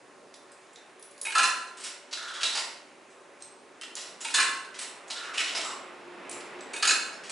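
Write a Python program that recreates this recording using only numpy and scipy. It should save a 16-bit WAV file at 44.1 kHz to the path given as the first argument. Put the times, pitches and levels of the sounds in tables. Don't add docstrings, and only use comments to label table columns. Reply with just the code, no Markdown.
import sys
import numpy as np
from scipy import signal
from scipy.fft import rfft
from scipy.io import wavfile
from scipy.ndimage import uniform_filter1d

SR = 44100
rng = np.random.default_rng(int(sys.argv[2]) if len(sys.argv) > 2 else 0)


def output_pcm(signal):
    pcm = np.clip(np.atleast_2d(signal).T, -1, 1) * 32767
    wavfile.write(sys.argv[1], SR, np.round(pcm).astype(np.int16))


def level_to_linear(level):
    exponent = np.asarray(level, float) / 20
    return 10 ** exponent


N = 322371

# start in seconds, peak in dB,
# tilt in dB per octave, favoured pitch in Hz, level of the box crack in dB.
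CHUTE_HITS = [
    [(1.348, -8.5, -1, 1370, -4), (1.3798, -11, 0.5, 3540, 0.5), (1.3914, -12.5, -5.5, 2690, 1.5),
     (1.4294, -11, -1, 1340, 1.5), (1.4374, -11.5, 5, 2500, -13), (1.4494, -18, -1, 1600, -2)],
    [(4.339, -8, 2.5, 3360, -1), (4.3819, -10.5, -5.5, 1735, -1), (4.3994, -11, 0.4, 2400, 0.5),
     (4.4244, -22.5, -3, 1700, 9)],
    [(6.824, -11.5, -1.3, 1360, 2), (6.8494, -20, -1.5, 1340, 9.5), (6.872, -10.5, 3, 4300, -4.5),
     (6.8894, -13.5, 1, 2590, 2), (6.9044, -13.5, 0, 2610, 2)],
]
# start in seconds, peak in dB,
# tilt in dB per octave, favoured pitch in Hz, level of the box crack in dB.
FLAP_HITS = [
    [(1.249, -18, 2.5, 2560, -8.5), (1.2644, -21.5, -2, 2285, -8), (1.2994, -29, -3, 2527, 2),
     (1.3194, -23, -1, 1653, -0.5)],
    [(4.245, -16.5, 0.2, 2530, -4), (4.28, -23, 1, 2520, -6)],
    [(6.733, -18.5, 1, 2830, -6.5), (6.76, -24.5, 1, 3830, -1)],
]
# pitch in Hz, width in Hz, level in dB.
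BOX = [(1522, 510, 0), (2590, 410, 3.5), (3652, 206, 1), (4230, 750, 2.5), (6410, 1850, -3),
       (8050, 1740, -8.5)]
# pitch in Hz, level in dB.
FLAP_MODES = [(920.5, -44), (1346, -53), (1653, -50), (2285, -43), (2527, -40.5), (2830, -56), (3830, -46),
              (4102, -57), (6363, -55), (8300, -49), (8690, -45.5), (10450, -59)]
# pitch in Hz, level in dB.
SHEET_MODES = [(1308, -43), (1343, -35.5), (1580, -74), (1723, -33), (2869, -73), (3537, -32), (4095, -38),
               (5085, -37), (5810, -54), (7208, -45), (8258, -60), (8952, -59), (9500, -56), (10480, -52)]
# pitch in Hz, level in dB.
FIRST_COIN_MODES = [(1038, -37.5), (2342, -54), (2480, -32.5), (2690, -49), (4300, -45), (5730, -38),
                    (6460, -57), (6590, -41), (830, -41.5), (6702, -49), (6977, -56), (7504, -58),
                    (8597, -55)]
SECOND_COIN_MODES = [(1077, -36), (1630, -53), (2030, -36.5), (2401, -34.5), (2686, -67), (3860, -61),
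                     (4576, -63), (6094, -60), (6853, -47), (8005, -49), (8619, -54)]
THIRD_COIN_MODES = [(829, -44), (1077, -44), (2213, -35.5), (2495, -35), (2584, -33), (4613, -43),
                    (4893, -35), (5265, -39), (5776, -40), (6245, -61), (6627, -44), (6756, -32),
                    (7526, -39.5)]
# pitch in Hz, time to fall 60 dB in seconds.
RING_T60 = [(800, .15), (2000, .1), (5000, .055), (9000, .055), (10500, .14)]

# start in seconds, peak in dB, strongest pitch in Hz,
# rattle length in seconds.
GATE = [
    (1.768, -38.5, 8440, 0.034),
    (1.7994, -37, 8540, 0.054),
    (1.8361, -27, 8700, 0.013),
    (1.8418, -31.5, 5230, 0.05),
    (1.864, -32, 2400, 0.013),
    (4.7396, -34.5, 2210, 0.031),
    (4.788, -23, 8800, 0.01),
    (4.8106, -30, 8700, 0.041),
    (7.2336, -36, 2460, 0.048),
    (7.2936, -25, 8050, 0.01),
]
RAIL = [
    (2.109, -39, 4630, 0.039),
    (2.1263, -24.5, 4270, 0.012),
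    (2.17, -32.5, 3800, 0.027),
    (2.223, -34.5, 3830, 0.017),
    (2.275, -35, 3550, 0.033),
    (5.077, -42.5, 7300, 0.018),
    (5.1007, -25, 4200, 0.016),
    (5.158, -32.5, 3630, 0.034),
    (5.2334, -37, 2590, 0.054),
]
SORTER = [(2.3355, -33.5, 3570, 0.056), (2.4066, -26, 2920, 0.028), (2.4299, -17, 3820, 0.014),
          (2.455, -23, 3800, 0.026), (2.495, -35, 3900, 0.014), (2.526, -28, 4000, 0.015),
          (5.335, -30.5, 2400, 0.046), (5.375, -18, 2920, 0.0099), (5.389, -21, 2290, 0.013),
          (5.403, -18, 2170, 0.0095), (5.438, -27.5, 3970, 0.015), (5.4715, -30, 2900, 0.067)]
CASH_BOX = [
    (2.5493, -21, 4770, 0.03),
    (2.5706, -21.5, 4730, 0.018),
    (2.603, -34, 4840, 0.0077),
    (2.6326, -30.5, 4800, 0.018),
    (2.7, -48, 4800, 0.084),
    (5.548, -21, 4960, 0.012),
    (5.5646, -23, 2200, 0.026),
    (5.6065, -24.5, 3200, 0.014),
    (5.645, -28.5, 7730, 0.02),
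    (5.6985, -33.5, 3020, 0.029),
]
# start in seconds, peak in dB, strongest pitch in Hz,
# rattle length in seconds.
SLIDES = [(3.402, -46.5, 6700, 0.027), (4.3, -31, 4600, 0.026), (3.1, -53, 8140, 0.024),
          (3.962, -28, 5800, 0.021), (4.004, -34, 5100, 0.032), (4.053, -40.5, 4700, 0.058),
          (4.203, -33, 7600, 0.042), (7.3, -38, 3000, 0.054), (6.402, -36, 4200, 0.012)]
COLOURS = {"gate": (-10.5, -22, 1, 5.2), "rail": (-4.5, -11, 9, 5), "sorter": (-11, -25, 10, 5),
           "cash box": (0, -8, 8.5, 19), "slide": (-4, -2, 1, 6)}
# start in seconds, peak in dB, strongest pitch in Hz, highs in dB.
TICKS = [(0.34, -29.5, 3530, 4.5), (0.517, -39, 8900, 8), (0.7322, -49, 7500, 19.5),
         (0.758, -30, 3600, -16), (0.9941, -40, 10400, 0), (1.025, -30, 9950, -13),
         (1.1104, -42.5, 9400, 13), (1.178, -34.5, 11000, 1), (1.213, -18.5, 10130, 6.5),
         (3.422, -26, 8360, -18), (3.812, -26, 3060, 12.5), (3.819, -27, 2750, 2),
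         (3.834, -22.5, 3050, -22), (3.953, -20.5, 7330, 8), (4.213, -25, 6950, 5),
         (6.294, -28.5, 9000, 14), (6.312, -22.5, 9360, -11), (6.327, -25, 7340, -11),
         (0.483, -51, 4930, -10), (6.59, -38, 3070, -30), (6.607, -27.5, 7860, -28),
         (7.141, -30, 5280, -15)]
# start in seconds, end in seconds, first level in dB,
# last level in dB, first rail pitch in Hz.
ROLLS = [
    (2.171, 2.448, -45.5, -43, 1535),
    (5.15, 5.38, -46, -43, 1555),
    (5.639, 5.796, -38, -52.5, 1154),
]

# pitch in Hz, time to fall 60 dB in seconds.
ROOM_T60 = [(300, 1), (1000, 0.74), (2500, 0.57), (5000, 0.5), (10000, 0.46)]
# pitch in Hz, width in Hz, level in dB.
HUM = [(375.4, 19.6, -65), (574, 4, -66), (1067, 31, -68.5), (1340, 2.8, -85.5)]
# time in seconds, pitch in Hz, level in dB.
ENGINE = [
    (5.75, 358.3, -63.5),
    (6.2, 352, -51.5),
    (6.58, 358.3, -58),
    (6.74, 373.5, -61),
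    (7.0, 354, -68),
]
# time in seconds, rumble in dB, tilt in dB per octave.
TRAFFIC = [
    (0.0, -56.5, -3.5),
    (1.2, -58.5, -1.3),
    (3.64, -56.5, -2.5),
    (5.0, -54, -1.5),
    (5.6, -48.5, -2),
    (6.03, -51, -1.66),
    (6.37, -46.5, -1.33),
    (7.31, -51, -2),
]
# pitch in Hz, density in dB per Hz.
RUMBLE = [(18, -70), (30, -43), (181, -17.5), (345, -5), (1000, -6.5), (2260, -8), (6500, -30),
          (11000, -120)]
HISS = [(1470, -43.5), (2500, -16), (3550, -7), (4150, -5), (9980, -8), (10600, -17), (13800, -47),
        (22000, -120)]


def rms_one(x):
    return x / np.sqrt(np.mean(x ** 2) + 1e-20)


def in_time(rows):
    s, *columns = np.transpose(rows)
    return [np.interp(np.arange(N) / SR, s, c) for c in columns]


def at_hz(points, hz):
    points_hz, values = np.transpose(points)
    return np.interp(np.log(hz), np.log(points_hz), values)


def band(x, low_hz, high_hz):
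    return signal.sosfilt(signal.butter(2, [low_hz, high_hz], "band", fs=SR, output="sos"), x)


def high_pass(x, order, hz):
    return signal.sosfilt(signal.butter(order, hz, "high", fs=SR, output="sos"), x)


def resonance(x, hz, width_hz):
    r = np.exp(-np.pi * width_hz / SR)
    return signal.lfilter([(1 - r * r) / 2, 0, (r * r - 1) / 2], [1, -2 * r * np.cos(2 * np.pi * hz / SR), r * r], x)


def drift(rate_hz):
    knots = rng.standard_normal(400)
    return np.interp(np.arange(N) / SR * rate_hz, np.arange(400), knots)


def add(track, at_s, sound):
    i = round(at_s * SR)
    track[i:i + len(sound)] += sound[:N - i]


def spread(mid, side, side_db):
    return mid + level_to_linear(side_db) * side * [[1], [-1]]


def rattle(length_s, grain_db, rise_s):
    t = np.arange(4096) / SR
    grains = rng.standard_normal(4096) * level_to_linear(grain_db * np.minimum(rng.exponential(1, 4096), 3))
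    swarm = grains * (1 - np.exp(-t / rise_s)) * np.exp(-t / np.clip(length_s, .001, .05))
    return swarm / np.sqrt(np.sum(swarm ** 2))


def skips(last_hit_s):
    gaps_s = .024 * 1.17 ** np.arange(6)
    times = last_hit_s + np.cumsum(gaps_s)
    first_db, loss_db, tilt_db, favoured_hz, crack_db = -25.5, 2.5, 0, 1780, 0
    return [(s, first_db - loss_db * k, tilt_db, favoured_hz, crack_db) for k, s in enumerate(times)]


def stages():
    coins = (FIRST_COIN_MODES, SECOND_COIN_MODES, THIRD_COIN_MODES)
    for flap_hits, chute_hits, coin_modes in zip(FLAP_HITS, CHUTE_HITS, coins):
        yield flap_hits, FLAP_MODES
        yield chute_hits + skips(chute_hits[-1][0]), SHEET_MODES + coin_modes


def tilt_at(tilt_db, hz):
    return np.clip(tilt_db, -4, 4) * np.log2(hz / 2500)


def box_crack(burst, tilt_db):
    crack = 0
    for hz, width_hz, db in BOX:
        ring = resonance(resonance(burst, hz, width_hz), hz, 2 * width_hz)
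        crack = crack + level_to_linear(db + tilt_at(tilt_db, hz)) * ring
    return crack


def mode_ring(force, hz):
    r = level_to_linear(-60 / (at_hz(RING_T60, hz) * SR))
    out = 0
    for apart_hz, pair_db in ((0, 0), (rng.choice([-1, 1]) * rng.uniform(20, 45), -13)):
        w = 2 * np.pi * (hz + apart_hz) / SR
        out = out + level_to_linear(pair_db) * signal.lfilter([0, np.sin(w)], [1, -2 * r * np.cos(w), r * r], force)
    return out


def chute():
    out = np.zeros(N)
    for bounces, modes in stages():
        start = bounces[0][0]
        loudest_db = max(db for hz, db in modes)
        at = [round((row[0] - start) * SR) for row in bounces]
        bursts = [rattle(.016 if row[1] > -10 else .007, grain_db=4.0, rise_s=0.0042) for row in bounces]
        spectra = [np.maximum(abs(rfft(burst)), .4) for burst in bursts]
        part = np.zeros(SR // 2)
        for i, burst, (s, peak_db, tilt_db, favoured_hz, crack_db) in zip(at, bursts, bounces):
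            part[i:i + 4096] += level_to_linear(peak_db + crack_db + 23.5) * box_crack(burst, tilt_db)
        for hz, level_db in modes:
            force = np.full(at[-1] + 6000, 1e-18)
            luck_db = rng.normal(0, 2.5, len(bounces))
            for i, burst, spectrum, own_db, row in zip(at, bursts, spectra, luck_db, bounces):
                s, peak_db, tilt_db, favoured_hz, crack_db = row
                near_db = 7 * np.exp(-(np.log2(hz / favoured_hz) / 0.095) ** 2)
                at_mode = spectrum[round(hz / SR * len(burst))]
                gain = level_to_linear(peak_db + own_db + near_db + tilt_at(tilt_db, hz))
                force[i:i + 4096] += gain * burst / at_mode
            part[:len(force)] += level_to_linear(level_db - loudest_db - 18.5) * mode_ring(force, hz)
        add(out, start, part)
    return high_pass(out, 4, 800)


def knocks(events, low_hz, split_hz, ring_db, sharpness, gain_db, rise_s):
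    out = np.zeros(N)
    for s, peak_db, hz, lows_db, highs_db, length_s in events:
        burst = rattle(length_s, 3.5, rise_s) * np.sqrt(np.clip(length_s, .001, .05) * SR)
        lows = band(burst, low_hz, split_hz)
        mids = band(burst * rng.choice([-1, 1], len(burst)), split_hz, 7000)
        highs = band(burst, 7000, 13000)
        crack = level_to_linear(lows_db + 0.8) * lows + mids + level_to_linear(highs_db - 7) * highs
        ring = level_to_linear(ring_db) * resonance(burst, hz, hz / sharpness)
        add(out, s, level_to_linear(peak_db + gain_db) * (crack + ring))
    return out


def clatter():
    tables = {"gate": GATE, "rail": RAIL, "sorter": SORTER, "cash box": CASH_BOX, "slide": SLIDES}
    out = 0
    for name, rows in tables.items():
        lows_db, highs_db, ring_db, sharpness = COLOURS[name]
        events = [(s, db, hz, lows_db, highs_db, length_s) for s, db, hz, length_s in rows]
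        out = out + knocks(events, 490, 1250, ring_db, sharpness, gain_db=-6.5, rise_s=0.0035)
    return out


def ticks():
    events = []
    for s, db, hz, highs_db in TICKS:
        lows_db = -6.5 - 21 * np.log2(hz / 4000)
        events.append((s, db, hz, lows_db, highs_db, 0.0051))
    return knocks(events, low_hz=1300, split_hz=3830, ring_db=13, sharpness=26.0, gain_db=-13.0, rise_s=0.00023)


def rolling():
    width_hz, sag_hz_per_s = 240, 500
    grains = rng.standard_normal((2, N)) * level_to_linear(2.0 * rng.exponential(1, N))
    shake = signal.sosfilt(signal.butter(2, width_hz, fs=SR, output="sos"), grains)
    out = np.zeros(N)
    for start, end, first_db, last_db, hz in ROLLS:
        t = np.arange(round((end - start) * SR)) / SR
        fade = np.clip(np.minimum(t, t[-1] - t) / 0.0022, 0, 1)
        phase = 2 * np.pi * (hz * t - sag_hz_per_s * t ** 2 / 2)
        cos_part, sin_part = shake[:, round(start * SR):][:, :len(t)]
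        roll = rms_one(cos_part * np.cos(phase) + sin_part * np.sin(phase))
        add(out, start, fade * level_to_linear(np.linspace(first_db, last_db, len(t)) - 1.5) * roll)
    return out


def cabinet(coins):
    level_db, low_hz, high_hz, lag_s = -22, 205, 780, .06
    r = np.exp(-1 / (lag_s * SR))
    shaken = np.sqrt(signal.lfilter([1 - r], [1, -r], coins ** 2))
    panels = band(band(rng.standard_normal((2, N)), low_hz, high_hz), low_hz, high_hz)
    return level_to_linear(level_db) * shaken * rms_one(spread(*panels, side_db=-12))


def room(x):
    t = np.arange(SR) / SR
    edges = 200 * 2 ** np.arange(0, 6.1, .5)
    white = rng.standard_normal((2, SR))
    tail = 0
    for low, high in zip(edges, edges[1:]):
        t60 = at_hz(ROOM_T60, np.sqrt(low * high))
        tail = tail + band(white, low, high) * level_to_linear(-60 * t / t60)
    tail = tail * np.clip((t - .003) / 0.0067, 0, 1)
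    tail = spread(*(tail / np.sqrt(np.sum(tail[0] ** 2))), side_db=-9)
    return signal.fftconvolve(x[None], tail, axes=1)[:, :N]


def compressor():
    white = rng.standard_normal(N)
    return sum(level_to_linear(db) * rms_one(resonance(resonance(white, hz, width), hz, width)) for hz, width, db in HUM)


def engine():
    hz, db = in_time(ENGINE)
    t = np.arange(N) / SR
    fade = np.clip(np.minimum(t - ENGINE[0][0], ENGINE[-1][0] - t) / 0.077, 0, 1)
    return fade * level_to_linear(db + 3.0 + 4.8 * drift(25.0)) * np.sin(2 * np.pi * np.cumsum(hz) / SR)


def banded_noise(spectrum, tilt_db, patchy_db):
    out = 0
    edges = 30 * 2 ** np.arange(0, 8.6, .5)
    white = rng.standard_normal((2, 2, N))
    for k, (low, high) in enumerate(zip(edges, edges[1:])):
        hz = np.sqrt(low * high)
        if spectrum[1][0] / 1.5 < hz < spectrum[-2][0] * 1.5:
            gain = level_to_linear(at_hz(spectrum, hz) + tilt_db * np.log2(hz / 400) + patchy_db * drift(9))
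            out = out + gain * spread(*band(white[k % 2], low, high), side_db=-10)
    return rms_one(out)


def air():
    rumble_db, tilt_db = in_time(TRAFFIC)
    rumble = banded_noise(RUMBLE, tilt_db, patchy_db=1.3)
    hiss = banded_noise(HISS, 0, patchy_db=.8)
    return level_to_linear(rumble_db + 3.5) * rumble + level_to_linear(-65) * hiss


def scene():
    coins = high_pass(chute() + clatter() + ticks() + rolling(), 4, 600)
    machine = coins + level_to_linear(0.5) * room(coins) + cabinet(coins)
    left_db = -0.54
    return (machine + compressor() + engine() + air()) * level_to_linear(np.array([[left_db], [-left_db]]))


def low_pass(x):
    return signal.sosfilt(signal.butter(12, 11640, fs=SR, output="sos"), x)


def record(dry):
    bright_db = 10 * np.log10(uniform_filter1d(band(dry[0], 1800, 7200) ** 2, size=6000) + 1e-12)
    lows_db = 10 * np.log10(uniform_filter1d(band(dry[0], 200, 660) ** 2, size=15000) + 1e-12)
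    bass = signal.sosfiltfilt(signal.butter(4, 190, "low", fs=SR, output="sos"), dry)
    duck_db = -1.7 * np.clip(bright_db - lows_db - 8.0, 0, 19)
    ducked = dry - bass * (1 - level_to_linear(duck_db))
    thin = high_pass(ducked, 2, 110)
    mix = signal.sosfilt(signal.ellip(12, .3, 80, 10560, fs=SR, output="sos"), thin)
    return low_pass(mix)


dry = scene()
out = record(dry)
output_pcm(out)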